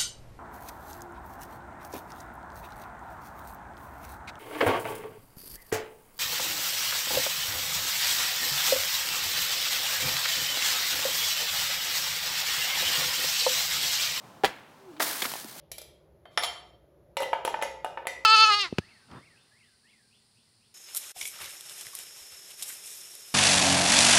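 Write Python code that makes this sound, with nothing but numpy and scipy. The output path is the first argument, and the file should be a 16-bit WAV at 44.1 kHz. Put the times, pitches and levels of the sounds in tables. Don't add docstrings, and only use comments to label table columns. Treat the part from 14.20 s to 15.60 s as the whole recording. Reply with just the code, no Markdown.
import sys
import numpy as np
from scipy import signal
from scipy.fft import rfft, irfft, next_fast_len
from scipy.io import wavfile
from scipy.ndimage import map_coordinates

SR = 44100
rng = np.random.default_rng(int(sys.argv[2]) if len(sys.argv) > 2 else 0)


def waveform_to_disk(signal):
    frames = np.transpose(np.atleast_2d(signal))
    scaled = np.clip(frames, -1, 1) * 32767
    samples = np.round(scaled).astype(np.int16)
    wavfile.write(sys.argv[1], SR, samples)


N = 61739
T = np.arange(N) / SR


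def amp(db):
    return 10 ** (np.asarray(db) / 20)


def unit(x):
    return x / np.sqrt(np.mean(x ** 2) + 1e-20)


def along(points, hz):
    point_hz, values = np.transpose(points)
    return np.interp(np.log(hz + 1), np.log(point_hz + 1), values)


def curves(rows):
    time_s, *columns = np.transpose(rows)
    return [np.interp(T, time_s, column) for column in columns]


def wobble(knots_per_s):
    return map_coordinates(rng.standard_normal(2000), [T * knots_per_s], mode="mirror")


def filtered(x, response):
    m = next_fast_len(N + 8192)
    return irfft(rfft(x, m) * response(np.fft.rfftfreq(m, 1 / SR)), m)[:N]


def coloured(x, spectrum):
    return unit(filtered(x, lambda hz: amp(along(spectrum, hz))))


def noise(spectrum):
    return coloured(rng.standard_normal(N), spectrum)


def low_cut(x, hz):
    return signal.sosfilt(signal.butter(4, hz, "highpass", fs=SR, output="sos"), x)


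def burst(peak_s, t60_s, rise_s=.0003):
    decay = amp(-60 * np.maximum(T - peak_s, 0) / t60_s)
    return np.where(T < peak_s, np.exp(-((T - peak_s) / rise_s) ** 2), decay)


def puff(source, peak_s, db, t60_s, rise_s=0.00037):
    shape = burst(peak_s, t60_s, rise_s)
    x = source * shape
    return amp(db) * x * np.linalg.norm(shape) / (np.linalg.norm(x) + 1e-12)


def ring(start_s, modes, rise_s, rough_rad=.3):
    t = np.maximum(T - start_s, 0)
    tones = 0
    for hz, db, t60_s in modes:
        phase = 2 * np.pi * hz * t + rough_rad * wobble(250)
        tones = tones + amp(db - 60 * t / t60_s) * np.sin(phase)
    return tones * (1 - np.exp(-t / rise_s))


# (frequency [Hz], level [dB])
AIR_COLOUR = [(25, -22), (60, -17), (120, 1), (200, 1.5), (400, -3), (850, -0.5), (1300, -6.5), (2000, -15),
              (4000, -18), (8000, -24), (15800, -29)]
# (time [s], level [dB])
AIR_LEVEL = [(0, -52), (.1, -51.5), (.22, -55), (.55, -55.5), (.75, -54.5), (1.4, -53)]


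def air():
    level_db, = curves(AIR_LEVEL)
    return noise(AIR_COLOUR) * amp(level_db + 0.84 * wobble(24.87))


# (frequency [Hz], level [dB])
TAIL_COLOUR = [(120, -14), (200, 1), (300, 4), (420, 0), (700, 5.5), (1100, 1), (1700, 1), (2600, -1.5),
               (4200, -7), (6500, -19), (12000, -26)]
# (frequency [Hz], t60 [s])
TAIL_DECAY = [(150, 0.4), (1000, 0.79), (2500, 0.88), (5000, .5), (12000, 0.67)]
# (frequency [Hz], level [dB])
WALL_COLOUR = [(200, -5), (700, 0), (1100, -3), (1700, 2), (2600, -11), (5000, -19), (12000, -34)]
# (time [s], level [dB], t60 [s])
ECHOES = [(.279, -37, .02), (.292, -37, .03), (.364, -44.5, .025)]
TAIL_DB = -40.2
SNAP_S = .2460


def houses():
    hz, t, bands = signal.stft(noise(TAIL_COLOUR), SR, nperseg=256)
    fade = amp(-60 * np.maximum(t - SNAP_S, 0) / along(TAIL_DECAY, hz)[:, None])
    tail = signal.istft(bands * fade, SR, nperseg=256)[1][:N]
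    onset = 1 - np.exp(-np.maximum(T - SNAP_S, 0) / .015)
    echoes = sum(puff(noise(WALL_COLOUR), s, db, t60_s, .002) for s, db, t60_s in ECHOES)
    return amp(TAIL_DB) * tail * onset + echoes


# (frequency [Hz], level [dB])
NEAR_COLOUR = [(100, -6), (220, 0), (420, -6), (700, -2), (1600, 0), (4000, -2), (6000, 4), (12000, -2)]
NEAR_DB, NEAR_T60_S = -11.3, .15


def yard(x):
    near = noise(NEAR_COLOUR) * burst(0.013, NEAR_T60_S, .005)
    return amp(NEAR_DB) * signal.fftconvolve(x, near / np.linalg.norm(near))[:N]


# (time [s], pitch [Hz], level [dB])
WHIR = [(.57, 400, -77), (.605, 394, -60), (.64, 392, -56.5), (.696, 359.3, -46), (.712, 337, -46),
        (.728, 298, -60), (.74, 289, -46), (.76, 290, -55), (.774, 310, -48), (.80, 315, -51),
        (.82, 305.5, -71)]
# (time [s], level [dB], t60 [s])
SCUFFS = [(.7665, -47, .04), (.7805, -50, 0.011)]
# (frequency [Hz], level [dB])
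CRACK_COLOUR = [(40, -14), (160, -27), (300, 1), (800, 1.5), (1400, -0.5), (2200, -1), (3300, -2),
                (4500, -6.5), (5600, -17), (9000, -22), (15000, -31)]


def flight():
    hz, level_db = curves(WHIR)
    phase = 2 * np.pi * np.cumsum(hz) / SR + .2 * wobble(90)
    whir = np.sqrt(2) * amp(level_db) * np.sin(phase) * amp(1.5 * wobble(70))
    in_flight = (T > WHIR[0][0]) * (T < WHIR[-1][0])
    return whir * in_flight + sum(puff(noise(CRACK_COLOUR), *row) for row in SCUFFS)


# (time [s], level [dB], frequency [Hz], t60 [s])
BUMPS = [(1.021, -33, 189, 0.042), (1.054, -33, 270, .05), (1.1378, -10.5, 850, .005),
         (1.2465, -28, 300, 0.024), (1.25, -44, 215, 0.12)]
# (time [s], level [dB], rise [s], t60 [s], centre [Hz], width [octaves])
KNOCKS = [(.805, -25, 0.0033, 0.035, 1500, .8), (1.021, -25, 0.0014, 0.052, 1600, 1.2),
          (1.025, -24.5, .002, 0.015, 3480, 0.1), (1.029, -35, .005, .02, 480, 0.54),
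          (1.0445, -30, 0.0018, .02, 1750, .5), (1.054, -26, .002, 0.018, 1000, 0.83),
          (1.057, -25, 0.00075, 0.01, 1700, .45), (1.064, -38, .002, .08, 900, 1),
          (1.1168, -35, 0.0017, .03, 800, 1.7), (1.138, -29, 0.00027, .006, 3000, 1),
          (1.156, -33.5, .001, 0.027, 750, 0.82), (1.364, -46, .002, .025, 400, 1.2)]


def rattle():
    out = sum(amp(db) * ring(s, [(hz, 0, t60_s)], .001) for s, db, hz, t60_s in BUMPS)
    for s, db, rise_s, t60_s, centre_hz, width_oct in KNOCKS:
        def resonance(hz):
            return 1 / (1 + (np.log2((hz + 1) / centre_hz) / width_oct) ** 2)

        body = filtered(rng.standard_normal(N), resonance)
        out = out + puff(body, s, db, t60_s, rise_s)
    return out


# (frequency [Hz], level [dB], t60 [s])
MESH = [(300.7, -10, 0.084), (647, 2, .065), (702, -5, 0.1), (928, -1, .065), (1287, -3, .05),
        (1407, -9, 0.068), (1610, -8, 0.042), (1902, 2.5, .05), (2014, -3.5, 0.074)]
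# (frequency [Hz], level [dB])
GROAN_COLOUR = [(50, -37), (150, -15.5), (290, -1.5), (420, -5), (660, 1), (770, -3), (920, 0.5),
                (1080, -3), (1350, -3.5), (1900, -2.5), (2500, -10.5), (4000, -16), (8000, -27)]
# (time [s], level [dB], t60 [s])
PULLS = [(.801, -29, .14), (.823, -30, 0.11), (.85, -37, 1.3)]
# (time [s], level [dB])
SLIDE = [(.795, -81), (.80, -35), (.812, -31.5), (.828, -25.5), (.84, -29), (.849, -31), (.89, -32),
         (.96, -36), (1.0, -35.5), (1.045, -33.5), (1.075, -36), (1.13, -38.5), (1.17, -40), (1.22, -43),
         (1.27, -50), (1.29, -45.5), (1.325, -47), (1.36, -47.5), (1.4, -43.5)]
# (frequency [Hz], level [dB])
HISS_COLOUR = [(500, -19), (1500, 1), (2600, -1.5), (4500, 2), (7500, -2), (9500, 0), (11000, -2),
               (13000, 0.5), (15800, -3.5)]
# (time [s], level [dB], t60 [s])
SLIPS = [(1.022, -27, 0.043), (1.119, -34, 0.023), (1.139, -36, .02), (1.1655, -35, .015),
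         (1.2, -36.5, 0.016), (1.2453, -36.5, .012), (1.285, -41.5, .025), (1.38, -53, .012)]
# (time [s], level [dB], t60 [s])
CATCH_TICK = (.7978, -30.5, 0.0044)
# (frequency [Hz], level [dB])
GRIT_COLOUR = [(800, -8), (2500, 0), (5000, 4), (7000, 0), (11000, -1), (15800, -2)]
CATCH_S, CATCH_DB, CATCH_RISE_S = .7995, -23.5, .004
GRAINS_PER_S, GRAIN_SPREAD_DB, FLUTTER_DB = 7000, 2, 1.14


def net():
    tick = puff(noise(GRIT_COLOUR), *CATCH_TICK)
    thud = amp(CATCH_DB) * ring(CATCH_S, MESH, CATCH_RISE_S, rough_rad=.7)
    surges = sum(puff(noise(GROAN_COLOUR), s, db, t60_s, 0.0024) for s, db, t60_s in PULLS)
    groan = surges * amp(1.06 * wobble(69.83))
    grain_on = rng.random(N) < GRAINS_PER_S / SR
    grain_gain = amp(GRAIN_SPREAD_DB * rng.standard_normal(N))
    grains = grain_on * rng.standard_normal(N) * grain_gain
    fibres = coloured(unit(grains) + 1.32 * rng.standard_normal(N), HISS_COLOUR)
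    slide_db, = curves(SLIDE)
    hiss = fibres * amp(slide_db + FLUTTER_DB * wobble(160)) * (T > SLIDE[0][0])
    slips = sum(puff(noise(HISS_COLOUR), s, db, t60_s, 0.0011) for s, db, t60_s in SLIPS)
    return tick + thud + groan + hiss + slips


# (frequency [Hz], level [dB], t60 [s])
BLADE = [(236, -19, .07), (297, -40, .65), (341, -8, 0.046), (409, -1, .052), (615, -6, .06),
         (786, .5, .058), (969, -12, .09), (1400, -15, 0.052), (1700, -15, 0.052)]
SLAP_S, SLAP_DB, BLADE_RISE_S = .2362, -10, 0.0023


def slap():
    return amp(SLAP_DB) * low_cut(ring(SLAP_S, BLADE, BLADE_RISE_S, rough_rad=.15), hz=110)


# (frequency [Hz], level [dB], t60 [s])
SNAP = [(1800, 0, .0033), (3200, -5, .006)]
# (time [s], level [dB], t60 [s])
CRACKS = [(.2363, -26, 0.048), (.2465, -21, 0.023), (.2488, -24.5, 0.055), (.2513, -22, .02),
          (0.2589, -26.5, 0.045)]
# (frequency [Hz], level [dB], t60 [s])
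SHAFT = [(1222, -11, 0.096), (1627, 3, 0.098), (1710, -1, 0.14), (1800, -7, 0.088), (2002, -0.5, 0.13),
         (2086, -5, .13), (2357, 0.5, .09), (2710, -3.5, .1), (3230, 0, 0.071), (3420, -7, 0.08),
         (3984, -8, .11), (4364, -3.5, 0.087)]
# (time [s], level [dB], rise [s], t60 [s])
SCRAPE = (.2565, -32, 0.012, 0.0246)
SNAP_DB, SHAFT_DB = -4, -30


def crack():
    snap = amp(SNAP_DB) * ring(SNAP_S, SNAP, .00002, rough_rad=0)
    cracks = sum(puff(noise(CRACK_COLOUR), s, db, t60_s) for s, db, t60_s in CRACKS)
    shaft = amp(SHAFT_DB) * ring(SNAP_S, SHAFT, .0005, rough_rad=0.84)
    s, db, rise_s, t60_s = SCRAPE
    scrape = puff(noise(GRIT_COLOUR), s, db, t60_s, rise_s)
    return low_cut(cracks + shaft, hz=60) - low_cut(snap, hz=55) + scrape


BLADE_WET_DB = -7
GOAL_LOW_CUT_HZ = 160


def scene():
    low, sharp = slap(), crack()
    shot = low + sharp + yard(sharp + amp(BLADE_WET_DB) * low) + houses()
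    goal = low_cut(net() + rattle(), GOAL_LOW_CUT_HZ)
    return (shot + flight() + goal + air())[None]


TOP_HZ = 16000


def record(dry):
    return filtered(dry[0], lambda hz: hz < TOP_HZ)[None]


dry = scene()
out = record(dry)
waveform_to_disk(out)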